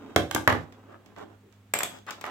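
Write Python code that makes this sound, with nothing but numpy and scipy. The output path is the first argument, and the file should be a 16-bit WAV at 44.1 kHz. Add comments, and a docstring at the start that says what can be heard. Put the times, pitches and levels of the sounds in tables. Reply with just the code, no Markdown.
"""A table in a small room, where hollow plastic sticks and balls with magnets inside are handled.
A frame of them snaps together and knocks down; fingers work a stick loose, it drops, bounces and pings.
Pieces tick and scrape as the hand reaches into the pile, over a faint hum.
Each impact is a noise crack plus ringing modes, each scrape a run of tiny slips; both echo in the room."""
import sys
import numpy as np
from scipy import signal
from scipy.fft import rfft, irfft
from scipy.io import wavfile

SR = 44100
rng = np.random.default_rng(int(sys.argv[2]) if len(sys.argv) > 2 else 0)


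def log_audio(samples):
    """Write samples as a 16-bit WAV file to the path given in sys.argv[1]."""
    # one column per channel
    frames = np.atleast_2d(samples).T
    # limit to full scale, then quantise
    limited = np.clip(frames, -1, 1)
    pcm = np.round(limited * 32767).astype(np.int16)
    wavfile.write(sys.argv[1], SR, pcm)


N = 101430

# left-right likeness of the sound field: freq_hz, correlation
COHERENCE = [(60, .99), (180, .94), (350, .85), (700, .7), (1500, .4), (4000, .15), (14000, .2)]


def amp(db):
    """Decibels to gain."""
    return 10 ** (np.asarray(db) / 20)


def unit(x):
    """Scale to rms 1."""
    return x / np.sqrt(np.mean(x ** 2) + 1e-20)


def read(points, hz):
    """Interpolate a table over log frequency."""
    freq_hz, value = np.transpose(points)
    return np.interp(np.log(hz + 1), np.log(freq_hz + 1), value)


def bins(size):
    """Real FFT frequencies in Hz."""
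    return np.fft.rfftfreq(size, 1 / SR)


def add(mix, start_s, sound):
    """Mix in a stereo sound, cropped at both ends."""
    at = round(start_s * SR)
    sound = sound[:, max(-at, 0):]
    part = mix[:, max(at, 0):][:, :sound.shape[1]]
    part += sound[:, :part.shape[1]]


def noise_pair(size):
    """Stereo white noise, alike in the bass."""
    left, other = rfft(rng.standard_normal((2, size)))
    likeness = np.clip(read(COHERENCE, bins(size)), 0, 1)
    return irfft([left, likeness * left + np.sqrt(1 - likeness ** 2) * other], size)


def colour(x, gain_db):
    """Minimum-phase filter, one gain per bin."""
    size = x.shape[1]
    cepstrum = irfft(np.log(amp(gain_db)), size)
    cepstrum[..., 1:size // 2] *= 2
    cepstrum[..., size // 2 + 1:] = 0
    return irfft(rfft(x) * np.exp(rfft(cepstrum)), size)


def flatten(x):
    """Whiten the broad spectrum, keep the fine peaks."""
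    running_power = np.cumsum((abs(rfft(x)) ** 2).mean(0))
    k = np.arange(len(running_power))
    reach = (k * .08 + 20 * x.shape[1] / SR).astype(int) + 1  # 8 % + 20 Hz each way
    lo, hi = np.maximum(k - reach, 0), np.minimum(k + reach, k[-1])
    mean_power = (running_power[hi] - running_power[lo]) / (hi - lo)
    return colour(x, -10 * np.log10(mean_power + 1e-12))


def hardness_db(low_db, mid_db, treble_db, hz):
    """Hardness of one contact as a smooth gain curve."""
    return read([(250, low_db), (1200, mid_db), (8000, treble_db)], hz)


def background(air_db=-62.5, waver_depth=.25):
    """Soft room air and a wavering low hum."""
    # air spectrum: freq_hz, gain_db
    air = [(20, -15), (60, 0), (100, 4.5), (140, -1), (200, 4.5), (300, -2), (600, -7), (1500, -10),
           (3500, -16.5), (5000, -23), (8000, -22), (9500, -29.5), (16000, -24.5)]
    # hum lines: pitch_hz, level_db
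    hum = [(101.5, -60), (202, -68), (258, -69)]
    t, hz = np.arange(N) / SR, bins(N)
    out = amp(air_db) * unit(irfft(rfft(noise_pair(N)) * amp(read(air, hz)), N))
    for pitch_hz, level_db in hum:
        waver = unit(irfft(rfft(rng.standard_normal(N)) * np.exp(-hz / 5), N))
        tone = np.sqrt(2) * np.sin(2 * np.pi * (pitch_hz * t + rng.random()))
        out += amp(level_db) * (1 + waver_depth * waver) * tone
    return out * amp([[-.7], [.7]])


def room(x, onset_s=.011, early_db=-9, early_s=.06, size=32768):
    """Dense echoes off table clutter and walls, each band dying at its own rate."""
    # echo decay: freq_hz, t60_s
    decay = [(70, 0.14), (260, 0.41), (700, 0.31), (1800, 0.26), (5000, 0.28), (13000, .27)]
    # echo spectrum: freq_hz, gain_db
    spectrum = [(70, 2.5), (160, 4.5), (300, 1), (800, -1), (1600, -4.5), (4000, -2), (8000, -7),
                (13000, -8.5)]
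    band_hz, frame_s, bands = signal.stft(noise_pair(size), SR, nperseg=256)
    bands = bands * np.exp(-np.log(1000) * frame_s / read(decay, band_hz)[:, None])
    tail = signal.istft(bands, SR, nperseg=256)[1][:, :size]
    t = np.arange(size) / SR
    fade_in = np.clip(2 * t / onset_s - 1, 0, 1)
    early_boost = 1 + amp(early_db) * np.exp(-t / early_s)
    tail = colour(flatten(tail * fade_in * early_boost), read(spectrum, bins(size)))
    return signal.fftconvolve(x, tail, axes=1)[:, :N]


def frame_drags(width_hz=91, size=16384):
    """Friction keeps a low resonance of the pushed frame murmuring."""
    # pushes across the table: start_s, length_s, pitch_hz, level_db
    pushes = [(-.03, 0.25, 280.5, -47.5), (0.218, 0.042, 273, -49), (0.619, 0.27, 265, -58),
              (1.167, 0.19, 319, -54.5), (1.431, 0.091, 400, -58.5)]
    out, t = np.zeros((2, N)), np.arange(size) / SR
    for start_s, length_s, pitch_hz, level_db in pushes:
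        resonance = 1 / (1 + (2 * (bins(size) - pitch_hz) / width_hz) ** 2)
        murmur = unit(irfft(rfft(noise_pair(size)) * resonance, size))
        swell = np.sqrt(abs(np.sin(np.pi * np.minimum(t / length_s, 1))))
        add(out, start_s, amp(level_db) * murmur * swell)
    return out


def piece_scrapes(rise_s=.024, fall_s=.0088, slips_per_s=1500, spread_db=2.5, size=32768):
    """Plastic slides on the table and on other pieces in tiny, uneven slips."""
    # slides: start_s, length_s, low_db, mid_db, treble_db
    slides = [(-.02, 0.17, -25.5, -35.5, -56), (0.228, 0.41, -26.5, -43, -51), (.62, 0.3, -32, -42, -69.5),
              (0.913, 0.043, -26.5, -31, -69), (0.867, 0.064, -29.5, -37, -69), (.98, 0.18, -33, -47, -73),
              (1.16, 0.076, -19, -30, -52.5), (1.259, .09, -36, -41.5, -70),
              (1.897, 0.08, -26.5, -31.5, -44), (2.065, 0.039, -38.5, -12.5, -42),
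              (2.17, 0.012, -19.5, -24, -54), (2.254, .06, -21.5, -19, -45)]
    # scrape spectrum: freq_hz, gain_db
    spectrum = [(30, -30), (130, -21), (290, -6.5), (500, -7), (900, -7), (1170, -6), (1400, -7),
                (1600, -4.5), (2100, -10.5), (3100, -7.5), (3650, -9), (4300, -14), (7500, -9),
                (10000, -21.5), (16000, -21)]
    out, t, hz = np.zeros((2, N)), np.arange(size) / SR, bins(size)
    for start_s, length_s, low_db, mid_db, treble_db in slides:
        slips = rng.random(size) < slips_per_s / SR
        strength = amp(spread_db * np.minimum(rng.exponential(1, size), 4))
        shell = flatten(noise_pair(size) * np.exp(-t / .002))
        impulses = slips * strength * rng.choice([-1, 1], size)
        grain = unit(irfft(rfft(impulses) * rfft(shell)))
        stroke = np.minimum(t / rise_s, 1) * np.exp(-np.maximum(t - length_s, 0) / fall_s)
        gain_db = read(spectrum, hz) + hardness_db(low_db, mid_db, treble_db, hz)
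        add(out, start_s, colour(grain * stroke, gain_db))
    return out * amp([[-1.2], [1.2]])


def crack(rise_s, crack_s, body_s, size, crossover_hz=2780):
    """Dense modes of a hollow shell: the highs die at once, the low body a little later."""
    t, white = np.arange(size) / SR, rfft(noise_pair(size))
    highpass = 1 / (1 + (crossover_hz / (bins(size) + 1)) ** 4)
    top = irfft(white * highpass, size) * np.exp(-t / crack_s)
    body_envelope = (1 - np.exp(-t / rise_s)) * np.exp(-(t / body_s) ** 2)
    body = irfft(white * (1 - highpass), size) * body_envelope
    return flatten(top / np.sqrt(crack_s) + body / np.sqrt(body_s))


def rings(modes, size, detune=.005):
    """Decaying tones of one blow; each blow lands elsewhere and detunes them slightly."""
    t, out = np.arange(size) / SR, np.zeros((2, size))
    for pitch_hz, gain_db, t60_s in modes:
        apart_rad = rng.uniform(-np.pi, np.pi) * (1 - np.clip(read(COHERENCE, pitch_hz), 0, 1))
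        turns = pitch_hz * (1 + detune * rng.standard_normal()) * t + rng.random()
        ring = np.sin(2 * np.pi * turns + np.array([[0], [apart_rad]]))
        ring *= np.exp(-np.log(1000) * t / t60_s)
        out += amp(gain_db) * ring / np.linalg.norm(ring[0])
    return out


def strikes(blows, spectrum, modes, rise_s, crack_s, body_s, ring_db, left_lag_ms, size=32768):
    """Each blow is a crack plus longer rings, coloured by how hard it lands."""
    out, hz = np.zeros((2, N)), bins(size)
    for start_s, low_db, mid_db, treble_db, pan_left_db, *_ in blows:
        hit = crack(rise_s, crack_s, body_s, size) + amp(ring_db) * rings(modes, size)
        hit = colour(hit, read(spectrum, hz) + hardness_db(low_db, mid_db, treble_db, hz))
        add(out, start_s, hit * amp([[pan_left_db / 2], [-pan_left_db / 2]]))
    delay_s = np.array([[left_lag_ms], [-left_lag_ms]]) / 2000
    return irfft(rfft(out) * np.exp(-2j * np.pi * bins(N) * delay_s), N)


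def piece_ticks():
    """Pieces touch lightly and ring."""
    # touches: start_s, low_db, mid_db, treble_db, pan_left_db
    touches = [(.7235, -24.5, -20.5, -29, -5), (.9255, -32, -25, -45, -5), (1.0605, -16, -29, -28, -8),
               (1.1630, -26, -15, -33, -6), (1.1835, -20, -26, -29, -5), (1.5250, -42, -32.5, -33.5, -9),
               (1.9865, -25.5, -29, -25, -7), (2.0660, -13, -21, -25, 1), (2.1078, -12.5, -7, -5.5, -1.5),
               (2.2117, -12, -12, -13, 2), (2.2530, -29, -7, -20, -4)]
    # tick spectrum: freq_hz, gain_db
    spectrum = [(30, -11), (300, 7.5), (1200, 3), (2300, 4.5), (3600, -1.5), (4400, -2), (7500, -2),
                (10000, -16), (13000, -10), (16000, -12)]
    # piece resonances: pitch_hz, gain_db, t60_s
    modes = [(1130, -10.5, .06), (3467, -9, 0.052), (3756, -12, .09), (4980, -15, 0.068), (7430, -11, .07)]
    return strikes(touches, spectrum, modes,
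                   rise_s=.00074, crack_s=.0029, body_s=.011, ring_db=-8.5, left_lag_ms=-.12)


def stick_drop(spin_hz=27, spin_depth=.5, size=32768):
    """A loose stick bounces; its bending modes ping, most on the last bounce, and throb as it rolls."""
    # landings: start_s, low_db, mid_db, treble_db, pan_left_db, bend_db
    bounces = [(1.7373, 8, 14, 8, -0.5, -8), (1.7882, 0, 1.5, 3, .5, -10),
               (1.8060, -6, 11, -6.5, -3.5, -11), (1.8327, 4, 4.5, 6, -3, -0.5)]
    # landing spectrum: freq_hz, gain_db
    spectrum = [(30, -19), (150, -5.5), (600, 0), (1300, -1.5), (2300, 1.5), (4100, -8.5), (6300, -9),
                (7700, 6.5), (9700, -18), (12000, -1), (12700, -7), (14300, -17), (15600, -18)]
    # stick resonances: pitch_hz, gain_db, t60_s
    modes = [(603, -13, 0.081), (2410, -15, 0.022), (7670, -14.5, 0.04), (7980, -11, .09),
             (8030, -19, 0.12), (11950, -9.5, 0.031)]
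    # bending of the free stick: pitch_hz, gain_db, t60_s
    bend_modes = [(3290, -20, .45), (3440, -13, .19), (3570, -17, .15), (6450, -24, .5)]
    clatter = strikes(bounces, spectrum, modes,
                      rise_s=.00042, crack_s=.0031, body_s=.0046, ring_db=-10.5, left_lag_ms=-.12)
    ping, t = np.zeros((2, N)), np.arange(N) / SR
    for start_s, *_, bend_db in bounces:
        add(ping, start_s, amp(bend_db) * rings(bend_modes, size))
    throb = 1 + spin_depth * np.sin(2 * np.pi * (spin_hz * t + rng.random((2, 1))))
    return clatter + ping * throb


def ball_knocks():
    """Hollow balls hit the table and ring."""
    # table hits: start_s, low_db, mid_db, treble_db, pan_left_db
    hits = [(.4757, 22.5, 28, -3, 0.5), (.4927, 12, 13, -24.5, 2), (.4992, 9, 16, -17, -14.5),
            (.5258, 12, 15, -15, -2.5), (.5495, 3, 3.5, -28, -14), (2.2402, -3, 11.5, -24, -2.5),
            (2.2635, -8, 2, -24, -3)]
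    # knock spectrum: freq_hz, gain_db
    spectrum = [(30, -34.5), (80, 4.5), (150, -3), (300, -2), (850, -5.5), (1450, -3.5), (1850, -1),
                (2800, -1.5), (5000, -3.5), (7300, 1), (9500, -5), (12800, 1.5), (15500, -13)]
    # ball resonances: pitch_hz, gain_db, t60_s
    modes = [(250.3, -13.5, 0.27), (428.4, -21, .2), (620.5, -13.5, .12), (828, -7, 0.028),
             (973, -12.5, 0.044), (1150, -14.5, 0.083), (1213, -9.5, 0.073), (1764, -5, 0.011),
             (1940, -10, 0.039), (7260, -12, 0.047)]
    return strikes(hits, spectrum, modes,
                   rise_s=.0001, crack_s=.0034, body_s=.0064, ring_db=-8.5, left_lag_ms=.082)


def magnet_snaps():
    """Magnets snap together and set the frame ringing."""
    # magnet contacts: start_s, low_db, mid_db, treble_db, pan_left_db
    contacts = [(.1615, 27, 22.5, 5.5, -3.5), (.3114, 3.5, 6.5, -3.5, -3.5), (.3481, 17.5, 5.5, 7.5, -3.5),
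                (.3604, 5.5, 17.5, -23, 7)]
    # snap spectrum: freq_hz, gain_db
    spectrum = [(30, -38), (70, 0.5), (150, -6.5), (310, -1), (450, 3), (580, -0.5), (800, -2),
                (1000, -4.5), (1170, -5.5), (1380, -3), (1600, 4), (1850, -5.5), (2200, -2), (2750, -5.5),
                (3350, 1.5), (4300, -6.5), (6500, -1), (10000, -6.5), (13000, -6), (16000, -13.5)]
    # frame resonances: pitch_hz, gain_db, t60_s
    modes = [(303.8, -7.5, 0.089), (581.7, -13, .14), (793, -4.5, 0.025), (1141, -5.5, 0.091),
             (1500, -15.5, 0.081), (1600, -8.5, 0.038), (2130, -12, 0.052), (2170, -7, 0.063),
             (3124, -2.5, 0.045), (3820, -15, .04), (7960, -8, .2)]
    return strikes(contacts, spectrum, modes,
                   rise_s=.00095, crack_s=.0024, body_s=.0045, ring_db=-13.5, left_lag_ms=.085)


def scene():
    """Impacts and scrapes with their echoes, over the drags and background."""
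    # stereo balance of the direct sound: freq_hz, pan_left_db
    balance = [(100, 1.5), (1000, -1), (2500, 1), (5000, 0.5), (8000, 4), (13000, 9)]
    snaps = magnet_snaps()
    knocks = ball_knocks()
    stick = stick_drop()
    ticks = piece_ticks()
    scrapes = piece_scrapes()
    room_send = (amp(-2) * snaps + amp(-1.34) * knocks + amp(.55) * stick
                 + amp(-.1) * ticks + amp(-5.5) * scrapes)
    channel_db = read(balance, bins(N)) * np.array([[.5], [-.5]])
    direct = colour(snaps + knocks + stick + ticks + scrapes, channel_db)
    return direct + room(room_send) + frame_drags() + background()


def record(dry, cutoff_hz=16300):
    """Steep low-pass band limit."""
    lowpass = signal.firwin(301, cutoff_hz, window=("kaiser", 9), fs=SR)
    return signal.oaconvolve(dry, lowpass[None], "same")


dry = scene()
out = record(dry)
log_audio(out)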